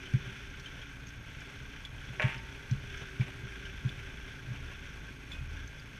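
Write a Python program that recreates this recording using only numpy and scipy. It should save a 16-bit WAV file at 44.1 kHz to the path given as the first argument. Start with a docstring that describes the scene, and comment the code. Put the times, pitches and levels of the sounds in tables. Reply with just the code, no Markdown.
"""At a fuel stop on the snow at night, a snowmobile idles, heard from a camera worn by its rider.
Puffs and tones make its exhaust, taps on metal its clatter and shaped noise its rushing air; another machine drones
farther off as two wavering tones. Fading tones make hollow knocks on the camera mount, a metal clank and rattle by
the fuel drums, and clicks of small fittings. Crackling noise is clothing; a thin whistle is the camera's electronics."""
import sys
import numpy as np
from scipy import signal
from scipy.fft import rfft, irfft
from scipy.io import wavfile

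SR = 44100
rng = np.random.default_rng(int(sys.argv[2]) if len(sys.argv) > 2 else 0)


def generate_wav(sig):
    """Save sig (samples, or channels by samples) to the path in sys.argv[1] as 16-bit PCM at SR."""
    pcm = np.round(np.clip(np.atleast_2d(sig).T, -1, 1) * 32767).astype(np.int16)
    wavfile.write(sys.argv[1], SR, pcm)


N = 264159
TIME = np.arange(N) / SR   # [s]

# idle speed of the crankshaft, before its small wander: (time [s], speed [turns per s])
CRANK_SPEED = [(0.0, 27.4), (0.2, 27.5), (0.65, 28.4), (1.6, 28.7), (2.4, 27.2), (2.7, 29.1), (3.2, 27.4),
               (4.5, 27.7), (5.1, 26.7), (5.6, 27.5), (5.99, 27.4)]
# how far the rider's head is turned down towards the engine: (time [s], share [0-1])
HEAD_FACING = [(0, 0.93), (.2, 1), (.5, 0.66), (1.25, 0.0), (1.52, 0.62), (1.95, 0.14), (2.25, 1),
               (2.65, 0.63), (3.15, .95), (4.0, 0.79), (5.2, 0.47), (5.99, 0)]
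# clean exhaust tones, relative: (multiple of crank speed [-], level [dB])
EXHAUST_TONES = [(1, -12), (2, -5.5), (4, -12), (5, -16), (7, -29.5), (8, -38.5), (10, -18.5)]
# pipe and hood resonances, relative: (frequency [Hz], width [Hz], level [dB])
PIPE_RESONANCES = [(52.4, 14.3, -2), (128, 31.4, -1), (220, 47, -14), (273, 28, -11), (423.5, 17.5, -15),
                   (559, 38, -22), (878, 61, -21), (1107, 33, -16.5)]
# engine block and clutch resonances, relative: (frequency [Hz], width [Hz], level [dB])
BLOCK_RESONANCES = [(1416, 110, -4.5), (1575, 114, 2), (2040, 27, -7), (2250, 460, -6.5), (2503, 320, -10),
                    (3043, 110, -7), (3340, 184, -7.5), (3530, 110, -11), (5490, 430, -19),
                    (5900, 346, -18), (5960, 140, -26.5)]
# colour of the air from fan, belt and intake, relative: (frequency [Hz], level [dB per Hz])
RUSH_COLOUR = [(20, 6), (40, -4), (100, -3.5), (200, -8.5), (350, -20.5), (750, -20), (1250, -18),
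               (2400, -9), (3400, -26.5), (4200, -21), (6200, -31.5), (7500, -30.5), (10000, -32.5),
               (12500, -42), (15000, -42)]
# drone of the farther machine, before its swell: (frequency [Hz], level [dB rms])
FAR_DRONE = [(38.2, -58), (76.4, -57.5)]
# movements of stiff winter clothing, relative: (time of the middle [s], level [dB])
CLOTH_RUBS = [(1.42, -53), (2.143, -49), (3.026, -51.5), (3.225, -51), (3.285, -49.5), (4.0, -52),
              (4.56, -53), (4.725, -51)]
# colour of the clothing, relative: (frequency [Hz], level [dB per Hz])
CLOTH_COLOUR = [(300, 4), (900, 5.5), (1500, -1.5), (2500, 11), (3400, -1), (4300, -14), (6000, -14.5),
                (10000, -20.5), (15000, -30)]
# clicks of small fittings, relative: (time [s], level [dB], pitch [Hz], time to fall 60 dB [s])
FITTING_CLICKS = [(.056, -44, 3060, .11), (.1355, -36, 2280, 0.022), (.598, -46.5, 5700, .02),
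                  (.659, -42.5, 3100, .11), (.815, -44, 3260, 0.053), (1.405, -51, 6640, .018),
                  (1.850, -38.5, 3387, 0.058), (2.344, -35, 2690, 0.023), (2.548, -40.5, 2490, .018),
                  (2.711, -45, 6020, .018), (3.209, -38.5, 2310, 0.067), (3.653, -41, 3090, 0.05),
                  (3.891, -41, 3520, 0.031), (5.316, -41, 3450, 0.12), (5.329, -47, 2514, .44)]
# bumps on the camera mount, relative: (time [s], level [dB])
MOUNT_BUMPS = [(0.138, -12.5), (2.091, -36), (2.241, -15), (2.713, -16.5), (3.197, -16), (3.428, -37),
               (3.849, -19), (4.478, -37), (4.503, -31), (5.405, -36.5)]
# ringing modes of the mount; a weaker one close to the main one lingers and beats:
# (multiple of the mount's pitch [-], level [dB], multiple of the knock's fall time [-])
MOUNT_MODES = [(.32, -23, 1.2), (.99, -2, 1.05), (1.07, -14, 2.2), (1.54, -16, 1.3)]
# blows of the clank, two hard and two light, relative: (time [s], level [dB], brightness [Hz])
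CLANK_BLOWS = [(2.1975, -22, 1990), (2.221, -26.5, 4300), (2.2773, -38, 4800), (2.316, -49, 3800)]
# ringing modes of the struck metal, relative: (frequency [Hz], level [dB], time to fall 60 dB [s])
METAL_MODES = [(415, -19, .4), (495, -17, .35), (615, -5, .3), (876, -8, .25), (905, -16, 1.0),
               (1101, -14, .35), (1350, -16, .4), (1523, -4, .15), (1612, -5, .18), (1679, -1, .22),
               (1716, -4, .22), (1878, -10, .3), (2003, -9, .22), (2125, -9, .25), (2255, -5, .25),
               (2308, -2, .26), (2358, -7, .3), (2504, -7, .25), (2590, -7, .27), (2708, -8, .28),
               (2802, -7, .33), (3122, -13, .2), (3289, -9, .09), (3390, -15, .2)]
# colour of its dense upper modes, relative: (frequency [Hz], level [dB per Hz])
CRASH_COLOUR = [(250, -8), (500, -8), (1200, -6), (1700, 2), (2600, 3.5), (3400, -6.5), (4200, -18.5),
                (6000, -17.5), (10000, -13), (15000, -16)]

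SPEED_WANDER_SHARE, SPEED_WANDER_HZ = .005, 6.0   # the idle hunts around its set speed
# gains facing the engine, and what each loses when the head is fully turned away
EXHAUST_DB, EXHAUST_AWAY_DB = -48.5, 0.25
HUM_DB, HUM_AWAY_DB = -56, 20.5
CLATTER_DB, CLATTER_AWAY_DB = -49, 5
RUSH_DB, RUSH_AWAY_DB = -54, 2.6
WHINE_HZ, FRAME_HZ = 6450, 30
RUSTLE_HALF_S, STIR_DB = 0.022, -69   # half-width of a rustle; middle level of the faint stirring
OVERTONE_RATIO, OVERTONE_DB = 2.07, -16.0   # second mode of each fitting
FAINT_DB, FAINT_T60_S, FAINT_LOW_HZ, FAINT_HIGH_HZ = -52, 0.04, 2150, 6500
MOUNT_HZ = 122.8
HARD_KNOCK_DB, HARD_KNOCK_T60_S = -15.5, 0.087   # the mount's padding damps hard bumps quickly
RING_DOUBLING_DB = 20.5   # a bump this much softer rings twice as long
REBOUND_S, REBOUND_LOSS_DB = .122, 25   # the camera settles back after each bump
BOUNCE_S, BOUNCE_GAIN_DB = .0055, 1.5   # each blow lands again, a little louder
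RATTLE_GAP_S, RATTLE_BELOW_DB, RATTLE_BRIGHT_HZ = 0.03, 28, 4500   # then come light touches
CUTOFF_HZ = 15200


def from_db(db):
    """Turn decibels into a multiplier."""
    return 10 ** (np.asarray(db) / 20)


def rms_one(x):
    """Scale to an rms (average strength) of 1."""
    return x / np.sqrt(np.mean(x ** 2) + 1e-20)


def in_time(rows):
    """Draw straight lines between a table's rows, sample by sample."""
    s, *columns = np.transpose(rows)
    return [np.interp(TIME, s, c) for c in columns]


def drift(rate):
    """Random wander with rms 1; a higher rate [Hz] wanders faster."""
    step = 40   # work on every 40th sample, then fill in between
    r = np.exp(-2 * np.pi * rate * step / SR)
    noise = rng.standard_normal(N // step + 2002)
    slow = signal.lfilter([1], [1, -2 * r, r * r], noise)[2000:]   # drop the start-up
    return np.interp(np.arange(N) / step, np.arange(len(slow)), rms_one(slow))


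def coloured(spectrum):
    """Steady noise with the given balance of low and high, rms 1."""
    hz, db = np.transpose(spectrum)
    bins = np.maximum(np.fft.rfftfreq(N, 1 / SR), 1)
    gain = from_db(np.interp(np.log(bins), np.log(hz), db))
    gain = gain * np.minimum(bins / hz[0], 1) ** 2   # fade out below the first row
    return rms_one(irfft(rfft(rng.standard_normal(N)) * gain, N))


def resonate(x, hz, width):
    """Let a resonance ring, with gain 1 at its peak."""
    r = np.exp(-np.pi * width / SR)
    top = np.array([1, 0, -1]) * (1 - r * r) / 2
    return signal.lfilter(top, [1, -2 * r * np.cos(2 * np.pi * hz / SR), r * r], x + 1e-18)


def low_pass(x, hz, order=2):
    """Soften what lies above hz."""
    return signal.sosfilt(signal.butter(order, min(hz, .45 * SR), fs=SR, output="sos"), x)


def band_pass(x, low_hz, high_hz):
    """Keep mainly what lies between two frequencies."""
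    band = [low_hz, min(high_hz, .45 * SR)]
    return signal.sosfilt(signal.butter(2, band, "band", fs=SR, output="sos"), x)


def dying(t, t60):
    """Fade that falls 60 dB in t60 seconds."""
    return np.exp(-np.log(1000) * t / t60)


def add(out, s, sound):
    """Mix a short sound in at time s."""
    i = round(s * SR)
    out[i:i + len(sound)] += sound[:N - i]


def exhaust(turns, uneven_db=1.5, turbulence=0.25, pulses_db=-3.0, waver_db=2.0):
    """Two firings a turn, of uneven strength, puff into the ringing pipe beside clean tones."""
    firing = np.diff(np.floor(2 * turns + .05 * drift(25)), prepend=0) > 0
    strength = from_db(uneven_db * drift(23.6))
    puff = np.exp(-1.5 * (2 * turns % 1))
    pipe = np.zeros(N)
    for hz, width, db in PIPE_RESONANCES:
        gas = strength * (firing + turbulence * puff * rng.standard_normal(N))
        pipe += from_db(db) * resonate(gas, hz, width)
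    tones = np.zeros(N)
    for k, db in EXHAUST_TONES:
        level = from_db(db + waver_db * drift(2.2))
        tones += level * np.sqrt(2) * np.sin(2 * np.pi * (k * turns + rng.random()))
    return from_db(pulses_db) * rms_one(low_pass(pipe, hz=1440)) + tones


def airbox(turns, order=14):
    """The seventh harmonic of the firing rate hums, wavering with uneven firing times and strengths."""
    lead = .17 * drift(12)   # [cycles]
    waver_db = 3 * drift(14) - 1.5
    return from_db(waver_db) * np.sqrt(2) * np.sin(2 * np.pi * (order * turns + lead))


def clatter(turns, taps_per_s=3500, throb=0.17, flutter_db=1.5):
    """Valve gear and clutch tap densely on the ringing block, harder once a turn."""
    taps = rng.random(N) < taps_per_s / SR
    force = taps * (1 + throb * np.cos(2 * np.pi * turns)) * from_db(flutter_db * drift(4.2))
    block = np.zeros(N)
    for hz, width, db in BLOCK_RESONANCES:
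        ring = resonate(force * rng.standard_normal(N), hz, 1.1 * width)
        block += from_db(db) * resonate(ring, hz, 4 * width)
    return rms_one(block)


def rush(turns, throb=0.17, flutter_db=1.0):
    """Air from fan, belt and intake rushes as noise, pulsing with the firings."""
    pulsing = 1 + throb * np.cos(4 * np.pi * turns)
    return coloured(RUSH_COLOUR) * pulsing * from_db(flutter_db * drift(18))


def snowmobile():
    """The crank drives every engine sound; each fades by its own amount as the rider looks away."""
    speed = in_time(CRANK_SPEED)[0] * (1 + SPEED_WANDER_SHARE * drift(SPEED_WANDER_HZ))
    turns = np.cumsum(speed) / SR
    away = 1 - in_time(HEAD_FACING)[0]
    return (from_db(EXHAUST_DB - EXHAUST_AWAY_DB * away) * exhaust(turns)
            + from_db(HUM_DB - HUM_AWAY_DB * away) * airbox(turns)
            + from_db(CLATTER_DB - CLATTER_AWAY_DB * away) * clatter(turns)
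            + from_db(RUSH_DB - RUSH_AWAY_DB * away) * rush(turns))


def far_machine(waver=0.0134, swell_db=6.5):
    """Only the wavering drone of the other engine carries across the snow."""
    clock = np.cumsum(1 + waver * drift(2.05)) / SR
    drone = sum(from_db(db) * np.sqrt(2) * np.sin(2 * np.pi * hz * clock) for hz, db in FAR_DRONE)
    return from_db(swell_db * drift(2.9)) * drone


def camera_whine(low_db=-72.0, high_db=-79.5):
    """The electronics give an unsteady whistle and its octave, pulsing with the frame rate."""
    phase = 2 * np.pi * np.cumsum(WHINE_HZ + 22 * drift(68.0)) / SR
    frame = 2 * np.pi * FRAME_HZ * TIME
    pulsing = 1 + .55 * np.cos(frame) - .25 * np.cos(2 * frame) - .45 * np.cos(3 * frame)
    return pulsing * (from_db(low_db) * np.sin(phase) + from_db(high_db) * np.sin(2 * phase))


def clothing(level_db=-1.0, stir_swing_db=4.5):
    """Each movement rubs out a short swell of fine crackle; the cloth stirs faintly throughout."""
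    swell = sum(from_db(db) * np.exp(-2 * ((TIME - s) / RUSTLE_HALF_S) ** 2) for s, db in CLOTH_RUBS)
    stir = from_db(STIR_DB + stir_swing_db * drift(4.7))
    crackle = rms_one(coloured(CLOTH_COLOUR) * from_db(3 * drift(200)))
    return (from_db(level_db) * swell + stir) * crackle


def faint_clicks(count=10):
    """Small clicks at random times and pitches, as rows like those of FITTING_CLICKS."""
    rows = []
    for when, pitch in rng.random((count, 2)):
        hz = FAINT_LOW_HZ * (FAINT_HIGH_HZ / FAINT_LOW_HZ) ** pitch
        rows.append((when * TIME[-1], FAINT_DB, hz, FAINT_T60_S))
    return rows


def fittings(snap_t60=0.052, ring_db=1.5, snap_db=-6.0, snap_loss_db=2.0, contact_s=0.0005, buzz=0.41,
             top_hz=7500):
    """A small part snaps, rings and buzzes in its loose seat; the longer it rings, the less it snaps."""
    out, t = np.zeros(N), TIME[:SR // 4]
    for s, db, hz, t60 in list(FITTING_CLICKS) + faint_clicks():
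        grit, chatter = rng.standard_normal((2, len(t)))
        buzzing = buzz * rms_one(resonate(chatter, hz, 240))
        tone = (np.sin(2 * np.pi * hz * t) + buzzing) * dying(t, t60)
        overtone = from_db(OVERTONE_DB) * np.sin(2 * np.pi * OVERTONE_RATIO * hz * t) * dying(t, t60 / 2)
        snap_gain = from_db(snap_db - snap_loss_db * np.log2(t60 / snap_t60))
        snap = rms_one(band_pass(grit, 0.63 * hz, 1.05 * hz)) * dying(t, snap_t60) * snap_gain
        click = from_db(ring_db) * (tone + overtone) + low_pass(snap, top_hz)
        add(out, s, from_db(db) * click * (1 - np.exp(-t / contact_s)))
    return out


def knocks(swell_s=0.011, level_db=6.5):
    """A bump swells the mount's modes into ringing, and a soft rebound follows it."""
    out, t = np.zeros(N), TIME[:SR]
    bumps = list(MOUNT_BUMPS)
    for s, db in MOUNT_BUMPS:
        delay = REBOUND_S * (1 + 0.0872 * rng.standard_normal())
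        bumps.append((s + delay, db - REBOUND_LOSS_DB))
    for s, db in bumps:
        t60 = HARD_KNOCK_T60_S * 2 ** ((HARD_KNOCK_DB - db) / RING_DOUBLING_DB)
        mount = sum(from_db(mode_db) * np.sin(2 * np.pi * ratio * MOUNT_HZ * t) * dying(t, lasting * t60)
                    for ratio, mode_db, lasting in MOUNT_MODES)
        add(out, s, -from_db(db + level_db) * mount * (1 - np.exp(-t / swell_s)))
    return out


def contacts(count=3):
    """Every blow with its bounce and uneven rattle, as rows like those of CLANK_BLOWS."""
    rows = []
    for s, db, bright_hz in CLANK_BLOWS:
        rows += [(s, db, bright_hz), (s + BOUNCE_S, db + BOUNCE_GAIN_DB, bright_hz)]
        delays = np.cumsum(RATTLE_GAP_S * (.5 + rng.random(count)))
        rows += [(s + delay, db - RATTLE_BELOW_DB, RATTLE_BRIGHT_HZ) for delay in delays]
    return rows


def clank(modes_db=-14.5, crash_db=-0.5, crash_t60=0.011, tail_db=-20.5, tail_t60=0.49):
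    """Each contact rings the metal anew, with a short gritty crash that scatters among the drums."""
    out, t = np.zeros(N), TIME[:SR]
    crash = rms_one(coloured(CRASH_COLOUR) * from_db(2.5 * drift(250)))
    fade = from_db(crash_db) * dying(t, crash_t60) + from_db(tail_db) * dying(t, tail_t60)
    for s, db, bright_hz in contacts():
        modes = np.zeros(len(t))
        for hz, mode_db, t60 in METAL_MODES:
            level = from_db(mode_db + rng.standard_normal())   # no two contacts excite it alike
            modes += level * np.sin(2 * np.pi * (hz * t + rng.random())) * dying(t, t60)
        blow = from_db(modes_db) * modes + fade * crash[round(s * SR):][:SR]
        # a low brightness sounds dull, a high one thin
        add(out, s, from_db(db) * band_pass(blow, bright_hz / 10, bright_hz))
    return out


def scene():
    """Open snow gives no reverberation; all sources add at one microphone."""
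    engines = snowmobile() + far_machine()
    small_sounds = camera_whine() + clothing() + fittings()
    return (engines + small_sounds + knocks() + clank())[None]


def record(dry):
    """Cut the top steeply above CUTOFF_HZ."""
    return signal.sosfilt(signal.ellip(12, .1, 80, CUTOFF_HZ, fs=SR, output="sos"), dry)


dry = scene()
out = record(dry)
generate_wav(out)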